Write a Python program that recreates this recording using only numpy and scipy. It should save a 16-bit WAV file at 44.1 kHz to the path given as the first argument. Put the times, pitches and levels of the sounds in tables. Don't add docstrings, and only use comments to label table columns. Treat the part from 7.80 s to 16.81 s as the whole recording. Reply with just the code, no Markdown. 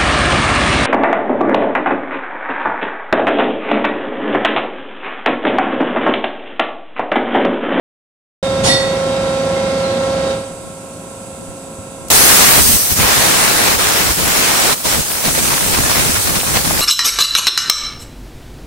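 import sys
import numpy as np
from scipy import signal
from scipy.fft import rfft, irfft, next_fast_len
from scipy.io import wavfile
from scipy.ndimage import uniform_filter1d, map_coordinates

SR = 44100
rng = np.random.default_rng(int(sys.argv[2]) if len(sys.argv) > 2 else 0)


def put_to_file(sound):
    columns = np.atleast_2d(sound).T
    safe = np.clip(columns, -1, 1)
    whole_steps = np.round(safe * 32767)
    wavfile.write(sys.argv[1], SR, whole_steps.astype(np.int16))


N = 397341
START_S, JET_ON_S, TOP_HZ = 0.627, 4.3005, 15800

# t/s, then relative level/dB of roar, hiss and churn
CUT_FADERS = [(4.3, -16.5, -15, -35), (4.53, -15.5, -15, -38), (4.8, -15.5, -17.5, -23),
              (5.22, -17, -22.5, -22.5), (5.35, -17.5, -19.5, -30), (5.9, -17.5, -22, -32.5),
              (6.2, -19, -23.5, -29), (6.4, -22, -23.5, -22.5), (6.6, -18.5, -21.5, -37),
              (6.9, -18, -21.3, -32), (7.2, -26, -23, -24.5), (7.65, -21, -22.5, -25),
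              (7.87, -25.5, -22.5, -24), (8.15, -22, -21.5, -24.5), (8.5, -26, -24, -26),
              (9.0, -25, -23.5, -25)]
# t/s, length/s, then drop/dB of roar, hiss and churn
JET_LULLS = [(4.809, 0.38, 8.5, -0.5, 3.5), (4.973, 0.13, 4.5, 3.5, 15), (5.137, 0.029, 9, 4.5, 8),
             (5.957, 0.031, 8, 1.5, -4), (6.327, 0.049, 6.5, 0, 6), (6.944, .1, 15, 9, 19),
             (7.22, 0.22, 5.5, 3.5, 16), (7.516, 0.026, 10, 0, 1), (7.606, 0.02, 6, 0.5, -2),
             (7.756, .055, 2.5, 0.5, 6), (8.414, 0.029, 9, -2, 8), (8.595, 0.067, 4, 1, 7),
             (8.815, 0.032, 7, 2, 11)]
# centre t/s, length/s, roar boost/dB
JET_SURGES = [(4.512, .04, 2), (5.166, 0.0087, 8), (7.137, 0.057, 4), (7.943, 0.019, 4), (8.195, 0.08, 3.5),
              (8.362, .02, 4.5), (8.559, 0.022, 4), (8.763, 0.041, 6), (9.002, .04, 3.5)]
# f/Hz, level/dB
ROAR_EQ = [(60, -7), (200, -1), (400, 0), (900, 0.5), (1700, -1), (2500, -2), (3200, -5), (3700, -5),
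           (4200, -4), (4650, -6.5), (5600, -7), (7500, -8), (11000, -22), (16000, -11.5)]
# f/Hz, level/dB
HISS_EQ = [(300, -9), (1500, -15.5), (3500, -4.5), (4700, -3), (5600, -0.5), (7200, -1.5), (8200, 0.5),
           (9300, 0.5), (10000, -1), (11600, -3), (12300, -9), (13200, -14), (16000, -14.5)]
# f/Hz, left minus right/dB
JET_PAN = [(100, 0.5), (2400, .3), (4400, -.7), (7500, -1.6), (8800, -2.5), (10000, -0.5), (11200, 1.5),
           (13000, 5), (15500, -1)]


def jet():
    roar_db, hiss_db, churn_db = curves(CUT_FADERS)
    lulls = sum(np.outer(drops, gate(s, length, edge_s=0.021)) for s, length, *drops in JET_LULLS)
    roar_lull, hiss_lull, churn_lull = lulls
    surge_db = sum(db * gate(s - length / 2, length, edge_s=.016) for s, length, db in JET_SURGES)
    boil = np.interp(clock(), [4.8, 6.9, 7.3], [.3, .4, 1])
    slosh_db = boil * 0.8 * wobble(26)
    sputter_db = boil * (0.58 * wobble(60) + 1.86 * wobble(220))
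    roar_gain = amp(roar_db + 5 - roar_lull + surge_db + slosh_db + sputter_db)
    roar = roar_gain * rush(ROAR_EQ, alike=0.018, patchy_db=0.94)
    nozzle_db = hiss_db - hiss_lull + 0.17 * (surge_db + slosh_db)
    hiss = amp(nozzle_db + 5 + 0.14 * sputter_db) * rush(HISS_EQ, patchy_db=2)
    spray = mist(hiss_lull) + boil * spatter(nozzle_db - 3)
    churn = tank(churn_db - churn_lull + slosh_db)
    wide = filtered(roar + hiss + spray + churn, lambda hz: pan(along(JET_PAN, hz)))
    return wide * np.clip((clock() - JET_ON_S) / .003, 0, 1)


# f/Hz, level/dB
MIST_EQ = [(5000, -17), (9000, -10.5), (12000, -6), (13200, -1.5), (14200, -1), (15600, 0)]


def mist(lull_db):
    fresh = np.exp(-np.maximum(clock() - 5.03, 0) / 0.17)
    level_db = -20 + 9 * fresh - 0.62 * lull_db + .7 * wobble(22)
    return amp(level_db) * (rush(MIST_EQ, patchy_db=1.7) + amp(-8.5) * whistles())


# f/Hz, width/Hz, relative level/dB, left minus right/dB
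NOZZLE_BANDS = [(8400, 660, -6, -8), (10600, 560, -6.5, 5), (11650, 500, -8.5, 12)]


def whistles():
    def band(hz, width):
        noise = rng.standard_normal((2, N))
        return unit(filtered(noise, lambda f: 1 / (1 + (2 * (f - hz) / width) ** 2)))
    return sum(amp(db + 2.1 * wobble(12)) * pan(left_db) * band(hz, width)
               for hz, width, db, left_db in NOZZLE_BANDS)


def spatter(level_db):
    return amp(level_db) * grains(per_s=420, hz=2000, spread=.7, cycles=.5, scatter_db=5, samples=160)


# f/Hz, level/dB
HEAVE_EQ = [(20, -22), (40, -2.5), (65, -1), (120, -2.5), (200, -3), (320, -7.5), (600, -11.5), (1500, -31)]
# t/s, level/dB
TANK_GULPS = [(4.82, -15), (4.86, -21), (4.90, -18), (4.948, -16), (5.117, -20.5), (5.245, -21),
              (6.31, -22), (6.43, -21), (7.185, -24), (7.93, -25), (7.995, -16.5), (8.76, -24)]


def tank(churn_db):
    bubbles = grains(per_s=220, hz=148, spread=0.36, cycles=0.96, scatter_db=4.5, samples=3072)
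    heave = amp(churn_db + 2 * wobble(25)) * rush(HEAVE_EQ, alike=0.046)
    bursts = sum(amp(db) * np.exp(-((clock() - s) / 0.014) ** 2) for s, db in TANK_GULPS)
    gulp_eq = [(20, -14), (55, 5), (120, -9), (220, -4), (500, -27), (1500, -50)]
    return heave + amp(churn_db - 1.5) * bubbles + bursts * rush(gulp_eq, alike=0.15)


SHAFT_HZ, PISTONS = 29.934, 9
EASE_AT_S, EASE_LAG_S = 2.512, 0.087
# f/Hz, level/dB
RASP_EQ = [(400, -20), (1000, -2), (1500, 0), (2400, -3.5), (3600, -3), (6000, -6), (9000, -13),
           (11000, -27), (13000, -40), (16000, -55)]


def pump():
    pressure = np.exp(-np.maximum(clock() - EASE_AT_S, 0) / EASE_LAG_S)

    def fader(loaded_db, eased_db):
        return pressure * amp(loaded_db) + (1 - pressure) * amp(eased_db)
    tone_gain = fader(-14.5, -33)
    load = pressure * amp(-14.5) / tone_gain
    shaft_angle = 2 * np.pi * SHAFT_HZ * clock() + 0.0027 * wobble(3.24)
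    drone = tone_gain * pistons(shaft_angle, load)
    rumble = fader(-24, -35.5) * (housing(shaft_angle) + fan())
    pulse = 1 + 0.091 * np.sin(PISTONS * shaft_angle)
    rasp = fader(-31, -50) * pulse * rush(RASP_EQ, alike=.05, patchy_db=.9) * pan(-8)
    duck_db = -8.5 * np.clip((clock() - JET_ON_S) / 0.11, 0, 1)
    return amp(duck_db) * (drone + rumble + rasp)


# multiple of the stroke rate, then relative level/dB under load and eased off
PISTON_TONES = [(1, -22.5, -9), (2, -0.5, -1), (3, -19.5, -20.5), (4, -21, -15.5), (5, -23.5, -20),
                (6, -27, -24.5), (7, -26.5, -28), (8, -24.5, -22.5), (9, -27, -23), (10, -24.5, -22),
                (11, -30, -31), (12, -26, -26), (13, -29.5, -25), (14, -23, -23.5), (15, -46, -46),
                (16, -35, -36), (17, -31, -33), (18, -30, -25)]
# f/Hz, left minus right/dB
PISTON_PAN = [(270, 5), (540, -3.5), (810, -11), (1080, 12.5), (1350, 16), (2400, 5.5), (3800, -11.5),
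              (4850, -12)]


def pistons(shaft_angle, load):
    lead = .27 * np.cos(shaft_angle + .3)
    uneven = 1 + .13 * np.cos(shaft_angle) + .04 * np.sin(2 * shaft_angle)
    tones = np.zeros((2, N))
    for k, loaded_db, eased_db in PISTON_TONES:
        hz = k * PISTONS * SHAFT_HZ
        apart = np.clip(hz / 1800, 0, 1) ** 2 * np.array([[.8], [-.8]])
        waver_db = (k > 3) * (1.7 * wobble(16) - .8)
        level_db = load * loaded_db + (1 - load) * eased_db + waver_db
        phase = k * PISTONS * shaft_angle + lead + rng.uniform(0, 2 * np.pi) + apart
        tones += amp(level_db) * pan(along(PISTON_PAN, hz)) * np.sin(phase)
    return tones * uneven


# f/Hz, level/dB
RATTLE_EQ = [(50, -14), (110, -1), (300, -0.5), (470, -7), (700, 3), (850, -12), (980, -6), (1170, -16),
             (1320, -2.5), (1800, -25.5), (4000, -35)]
# f/Hz, level/dB
RUMBLE_EQ = [(25, -34), (45, -13), (70, -4), (130, -8), (175, 1.5), (230, -1), (330, -5.5), (480, -7.5),
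             (680, -10.5), (850, -17.5), (980, -8), (1170, -24), (1400, -23), (2200, -58)]


def housing(shaft_angle):
    orders = np.arange(2049)
    hz = orders * SHAFT_HZ
    lines = amp(along(RATTLE_EQ, hz) + 1.4 * rng.standard_normal(len(hz))) * (orders > 1) * (hz < 5000)
    one_turn = unit(irfft(lines * np.exp(2j * np.pi * rng.random(len(hz)))))
    angles = np.linspace(0, 2 * np.pi, len(one_turn), endpoint=False)
    rattle = np.interp(shaft_angle, angles, one_turn, period=2 * np.pi)
    return amp(-1) * rush(RUMBLE_EQ, alike=0.99, patchy_db=0.5) + amp(-5) * rattle


# f/Hz, relative level/dB
FAN_TONES = [(111, -10), (166.7, -8)]


def fan():
    return sum(amp(db + 2.2 * wobble(8.9)) * np.sin(2 * np.pi * hz * clock() + .5 * wobble(5))
               for hz, db in FAN_TONES)


# f/Hz, level/dB, peak t/s, t60/s
STEEL_MODES = [(1915, -20, .90, .7), (1950, -20.5, .905, .65), (3643, -16.5, .925, .55),
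               (4354, -20, .92, .68), (4705, -24, .92, .55), (4960, -32, .92, .5), (5300, -30, .88, .5),
               (5469, -22, .90, .6), (6390, -34, .92, .8), (7865, -30, .92, .5), (8344, -33, .88, .4),
               (8662, -34, .89, .4), (10100, -26, .88, .5), (12310, -42, .88, .4)]
# f/Hz, level/dB
THUD_EQ = [(25, -20), (60, -4), (110, 2), (170, -0.5), (300, -7.5), (900, -53)]
# f/Hz, level/dB
PUFF_EQ = [(100, -8), (300, 7), (700, 7.5), (1500, -1.5), (4500, 3), (6500, 0), (9000, 0), (10300, -7),
           (11500, -20), (13700, -27), (16000, -35)]


def air_puff():
    puff_at_s, ring_at_s = 0.831, 0.842
    attack_s, hold_s, t60_s = 0.018, 0.038, 0.58
    steel = sum(amp(db) * ring(ring_at_s, hz, peak_s - ring_at_s, t60)
                for hz, db, peak_s, t60 in STEEL_MODES)
    thud = amp(-18.5) * np.exp(-((clock() - .89) / 0.12) ** 2) * rush(THUD_EQ, alike=0.98)
    age = clock() - puff_at_s
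    decay_db = 60 * np.maximum(age - attack_s - hold_s, 0) / t60_s
    air = np.clip(age / attack_s, 0, 1) * amp(-14.5 - decay_db) * rush(PUFF_EQ, patchy_db=2.5)
    return (steel + air) * pan(-3) + thud


def valve_tick():
    age = clock() - 4.284
    burst = amp(-26) * (age > 0) * np.exp(-np.abs(age) / .005)
    return burst * rush([(1500, -20), (5000, -4), (8500, 0), (12000, -3), (16000, -11)])


# t/s, f/Hz, level/dB, t60/s
SHOP_PINGS = [(0.62, 3670, -32, .9), (1.74, 2094, -34, 1.0), (2.03, 4134, -32, 0.6)]


def pings():
    return sum(amp(db) * ring(s, hz, 0.028, t60) for s, hz, db, t60 in SHOP_PINGS) * pan(-12.5)


# f/Hz, level/dB
STANDBY_EQ = [(600, 1), (950, 1), (1200, -26), (1900, -18), (2650, -0.5), (3100, -10.5), (5200, -9),
              (6500, -1), (8000, 2), (9200, 4), (10500, -4.5), (12500, -12.5), (16000, -28)]


def standby():
    whine = amp(-45.5 + wobble(5.5)) * np.sin(2 * np.pi * 8000 * clock())
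    return amp(-38.5) * rush(STANDBY_EQ, alike=0.031) * pan(-5.5) + whine * pan(-8)


def stray_bubbles():
    return amp(-42.5) * grains(per_s=30, hz=190, spread=0.643, cycles=2, scatter_db=4.5, samples=3072)


def ring(start_s, hz, swell_s, t60):
    t = np.arange(SR * 3 // 4) / SR
    knots = np.arange(61) / 80
    jitter = rng.standard_normal((2, len(knots))) + 1j * rng.standard_normal((2, len(knots)))
    beats = np.array([np.interp(t, knots, side) for side in jitter])
    carrier = np.exp(2j * np.pi * (hz * t + rng.random() + np.array([[0], [1 / 4]])))
    envelope = np.minimum(t / max(swell_s, .005), amp(-60 * (t - swell_s) / t60))
    out = np.zeros((2, N))
    out[:, round(start_s * SR):][:, :len(t)] = unit(((1 + .5 * beats) * carrier).real) * envelope
    return out


def rush(eq, alike=0, patchy_db=1):
    spectra = signal.stft(rng.standard_normal((2, N)), nperseg=512)[2]
    patches = uniform_filter1d(rng.standard_normal(spectra.shape[1:]), size=6, axis=0)
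    patches = uniform_filter1d(patches, size=12, axis=1)
    pair = signal.istft(spectra * amp(patchy_db * unit(patches)), nperseg=512)[1][:, :N]
    mid, side = filtered(pair, lambda hz: amp(along(eq, hz)))
    width = np.arccos(np.clip(alike, -1, 1)) / 2
    return unit(np.cos(width) * mid + np.sin(width) * np.array([side, -side]))


def grains(per_s, hz, spread, cycles, scatter_db, samples):
    count = int(per_s * N / SR)
    when, loud, left, right = rng.random((count, 4)).T[..., None]
    pitch = np.clip(hz * np.exp(spread * rng.standard_normal((count, 1))), 30, TOP_HZ)
    turns = pitch * np.arange(samples) / SR
    strength = amp(-scatter_db * np.log(np.maximum(loud, .02)))
    fade = strength * np.exp(-turns / cycles) * (1 - np.exp(-2 * turns))
    index = ((when * N).astype(int) + np.arange(samples)).ravel()
    sides = (fade * np.sin(2 * np.pi * (turns + phase)) for phase in (left, right))
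    return unit(np.array([np.bincount(index, side.ravel(), N)[:N] for side in sides]))


def wobble(per_s):
    coarse = clock()[::16]
    knots = rng.standard_normal(int(N * per_s / SR) + 4)
    return np.interp(clock(), coarse, map_coordinates(knots, [coarse * per_s], mode="nearest"))


def gate(start_s, length_s, edge_s):
    return np.clip(np.minimum(clock() - start_s, start_s + length_s - clock()) / edge_s + .5, 0, 1)


def curves(rows):
    times, *columns = np.transpose(rows)
    return [np.interp(clock(), times, column) for column in columns]


def along(points, hz):
    freqs, values = np.transpose(points)
    return np.interp(np.log(hz + 1), np.log(freqs + 1), values)


def filtered(x, response):
    size = next_fast_len(N + SR // 2)
    return irfft(rfft(x, size) * response(np.fft.rfftfreq(size, 1 / SR)), size)[..., :N]


def pan(left_db):
    return amp(np.array([[.5], [-.5]]) * left_db)


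def amp(db):
    return 10 ** (np.asarray(db) / 20)


def unit(x):
    return x / np.sqrt(np.mean(x ** 2) + 1e-20)


def clock():
    return np.arange(N) / SR


def scene():
    return pump() + standby() + stray_bubbles() + air_puff() + pings() + valve_tick() + jet()


def record(dry):
    live = dry * np.clip((clock() - START_S) / .002, 0, 1)
    rounded = live / (1 + np.abs(live / 1.1) ** 8) ** (1 / 8)
    return filtered(rounded, lambda hz: np.sin(np.pi / 2 * np.clip((TOP_HZ - hz) / 250 + .5, 0, 1)) ** 2)


dry = scene()
out = record(dry)
put_to_file(out)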